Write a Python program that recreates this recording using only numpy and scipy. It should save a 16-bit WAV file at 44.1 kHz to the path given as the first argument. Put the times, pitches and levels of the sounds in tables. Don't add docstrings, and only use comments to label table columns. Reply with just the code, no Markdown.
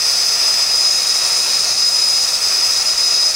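import sys
import numpy as np
from scipy import signal
from scipy.fft import rfft, irfft
from scipy.io import wavfile

SR = 44100
rng = np.random.default_rng(int(sys.argv[2]) if len(sys.argv) > 2 else 0)


def materialize(psi):
    bounded = np.clip(np.atleast_2d(psi).T, -1, 1)
    quanta = np.round(bounded * 32767).astype(np.int16)
    wavfile.write(sys.argv[1], SR, quanta)


N = 147735
T = np.arange(N) / SR


def undb(db):
    return 10 ** (np.asarray(db) / 20)


def unit(x):
    return x / np.std(x)


def curve(table, axis=1):
    rows = np.array(table)
    return np.interp(T, rows[:, 0], rows[:, axis])


def filtered(gain):
    frequency = np.maximum(np.fft.rfftfreq(N, 1 / SR), 1)
    spectrum = rfft(rng.standard_normal(N)) * gain(frequency)
    return unit(irfft(spectrum, N))


def walk(rate):
    return filtered(lambda f: 1 / (1 + (2 * f / rate) ** 4) ** .5)


# t/s, length/s (width at half the depth), depth/dB
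FALTER_MOMENTS = [(0.376, 0.027, 7), (.672, 0.053, 4), (1.055, 0.028, 7), (1.136, 0.014, 9),
                  (1.468, .03, 3), (1.753, 0.048, 5.5), (2.267, 0.026, 11), (2.311, 0.036, 7.5),
                  (2.392, 0.04, 17), (2.618, 0.011, 9), (2.843, 0.028, 12), (2.956, .036, 8),
                  (3.331, 0.022, 15)]


def faltering():
    lost = np.zeros(N)
    for at, length, depth in FALTER_MOMENTS:
        lost += depth * .5 ** ((2 * (T - at) / length) ** 4)
    return lost


# t/s, f/Hz
WHISTLE_PITCH = [(0, 5017), (.33, 5015), (.37, 4980), (.41, 5032), (.75, 5008), (.82, 5038), (1.25, 5060),
                 (1.75, 5040), (2.0, 5034), (2.37, 5034), (2.45, 5014), (2.58, 5035), (3.35, 5034)]
# t/s, level/dB, flutter/share of its size
WHISTLE_STRENGTH = [(0, -18.5, .22), (.6, -16.5, 0.3), (.92, -16.5, 0.37), (1.2, -18, .31),
                    (1.76, -18.5, 0.34), (1.88, -15.5, 0.16), (2.2, -16, 0.2), (2.45, -18.5, .27),
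                    (2.6, -16.5, .22), (2.8, -18.5, 0.34), (3.02, -16, 0.19), (3.35, -16, .17)]
WAVER_HZ, WAVER_RATE = 4.67, 32
JITTER_HZ, JITTER_RATE = 9.8, 344
FLUTTER_RATE = 220
SWAY_DB, SWAY_RATE = 1.4, 41
SATURATION = 0.83
EDGE_HZ, EDGE_WIDTH_HZ, EDGE_DB = 5085, 33, -30.5


def whistle(lost):
    waver = WAVER_HZ * walk(WAVER_RATE)
    jitter = JITTER_HZ * walk(JITTER_RATE)
    pitch = curve(WHISTLE_PITCH) + waver + jitter
    flutter = np.abs(1 + curve(WHISTLE_STRENGTH, axis=2) * walk(FLUTTER_RATE))
    drive = flutter * undb(SWAY_DB * walk(SWAY_RATE))
    limited = np.tanh(SATURATION * drive) / np.tanh(SATURATION)
    size = limited * undb(curve(WHISTLE_STRENGTH) - lost)
    phase = 2 * np.pi * np.cumsum(pitch) / SR
    tone = np.sqrt(2) * size * np.sin(phase)
    edge = filtered(lambda f: 1 / np.hypot(1, 2 * (f - EDGE_HZ) / EDGE_WIDTH_HZ))
    return tone + edge * undb(EDGE_DB - lost / 2)


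# t/s, roar level/dB, nozzle hiss level/dB, treble sizzle level/dB
FLAME_LEVELS = [(0, -29.5, -21, -26.5), (.55, -28.5, -22, -27.5), (.7, -29.5, -23.5, -27.5),
                (1.05, -30, -23, -27), (1.3, -27.5, -22, -25), (1.65, -29.5, -22, -26.5),
                (1.77, -31.7, -22.5, -27.5), (2.05, -31, -24.5, -26.5), (2.35, -30, -21.5, -26.5),
                (2.52, -28.7, -21.5, -26.5), (2.8, -29.5, -22, -27), (3.1, -30, -23, -27.5),
                (3.35, -31.5, -22.5, -27.5)]
ROAR_DB, HISS_DB, SIZZLE_DB = 1.12, 2.35, 0.27
HISS_FALTER = 0.24
GUST_DB, GUST_RATE = 0.23, 25


def flame(lost):
    hissing = hiss() * undb(curve(FLAME_LEVELS, axis=2) + HISS_DB - HISS_FALTER * lost)
    sizzling = sizzle() * undb(curve(FLAME_LEVELS, axis=3) + SIZZLE_DB - HISS_FALTER * lost / 2)
    roaring = roar() * undb(curve(FLAME_LEVELS) + ROAR_DB)
    gusts = undb(GUST_DB * walk(GUST_RATE))
    return (hissing + sizzling + roaring) * gusts


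# f/Hz, relative level/dB per Hz
CLOSE_HISS = [(2500, -45), (3620, -43), (3830, 0), (4100, -7), (4450, -.5), (4800, -1.5), (5150, 3.5),
              (5550, -3.5), (5880, 1.5), (6250, -4.5), (6500, 1.5), (6880, -14), (8500, -33)]
# f/Hz, relative level/dB per Hz
BACK_HISS = [(2500, -52), (3700, -14.5), (4450, -5.5), (4750, 1.5), (5050, -0.5), (5250, -4), (5450, 5),
             (5750, -7), (6180, 1.5), (6480, -9), (6900, -20), (8500, -40)]


def hiss():
    return aimed(CLOSE_HISS, BACK_HISS)


# f/Hz, relative level/dB per Hz
CLOSE_SIZZLE = [(4000, -22), (6800, -3.5), (7080, 5.5), (7600, 1), (7830, -8), (8080, 6), (8650, -2),
                (8930, 5.5), (9300, -3), (9700, 0.5), (10150, -0.5), (10650, -9.5), (10880, -6.5),
                (12500, -16), (14000, -10.5), (15500, -12)]
# f/Hz, relative level/dB per Hz
BACK_SIZZLE = [(4000, -28), (6600, -1), (7000, 1), (7450, -7), (7750, 2.5), (8020, 3.5), (8270, -7),
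               (8650, 1.5), (8930, -3), (9350, -2), (10050, -1.5), (10300, -7), (11500, -13),
               (12350, -10.5), (12700, -11.5), (15500, -13.5)]


def sizzle():
    return aimed(CLOSE_SIZZLE, BACK_SIZZLE)


# f/Hz, relative level/dB per Hz
ROAR_COLOUR = [(150, -24.5), (320, -12), (390, -6), (440, -6.5), (525, 0.5), (820, -2.5), (945, 0),
               (1025, -5), (1120, -0.5), (1360, 1), (1510, -8), (1870, -1.5), (2100, -3.5), (2650, 1),
               (3020, -9), (3500, -1.5), (5000, -18), (9000, -51)]


def roar():
    return rush(ROAR_COLOUR)


# t/s, distance/share (0 close, 1 back)
TORCH_DISTANCE = [(0, 1), (.58, 0.93), (.82, 0.056), (2.22, 0), (2.4, 0.95), (2.66, 1), (2.82, 0.042),
                  (3.35, 0.23)]


def aimed(close, free):
    back = np.clip(curve(TORCH_DISTANCE), 0, 1)
    return np.sqrt(1 - back) * rush(close) + np.sqrt(back) * rush(free)


def rush(spectrum):
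    hz, db = np.array(spectrum).T
    noise = filtered(lambda f: undb(np.interp(np.log(f), np.log(hz), db)))
    return noise * undb(trembling())


TURBULENCE_DB, TURBULENCE_RATE = 0.6, 44


def trembling():
    return TURBULENCE_DB * walk(TURBULENCE_RATE)


RUMBLE_HZ, RUMBLE_DB = 270, -48.5


def rumble():
    low_noise = filtered(lambda f: 1 / np.hypot(1, (f / RUMBLE_HZ) ** 2))
    return low_noise * undb(RUMBLE_DB + trembling())


ROOM_T60_S, ROOM_DB = .2, -7.5


def workshop(x):
    tail = rng.standard_normal(N) * undb(-60 * T / ROOM_T60_S)
    tail = tail / np.linalg.norm(tail)
    wet = irfft(rfft(x) * rfft(tail), N)
    return (x + undb(ROOM_DB) * wet) / np.hypot(1, undb(ROOM_DB))


WHISTLE_PAN_DB = 1.1


def scene():
    lost = faltering()
    left_right = undb(np.array([[WHISTLE_PAN_DB], [-WHISTLE_PAN_DB]]) / 2)
    return whistle(lost) * left_right + workshop(flame(lost)) + rumble()


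TOP_HZ = 15750


def record(dry):
    low_pass = signal.ellip(12, .1, 90, TOP_HZ, fs=SR, output="sos")
    return signal.sosfilt(low_pass, dry)


dry = scene()
out = record(dry)
materialize(out)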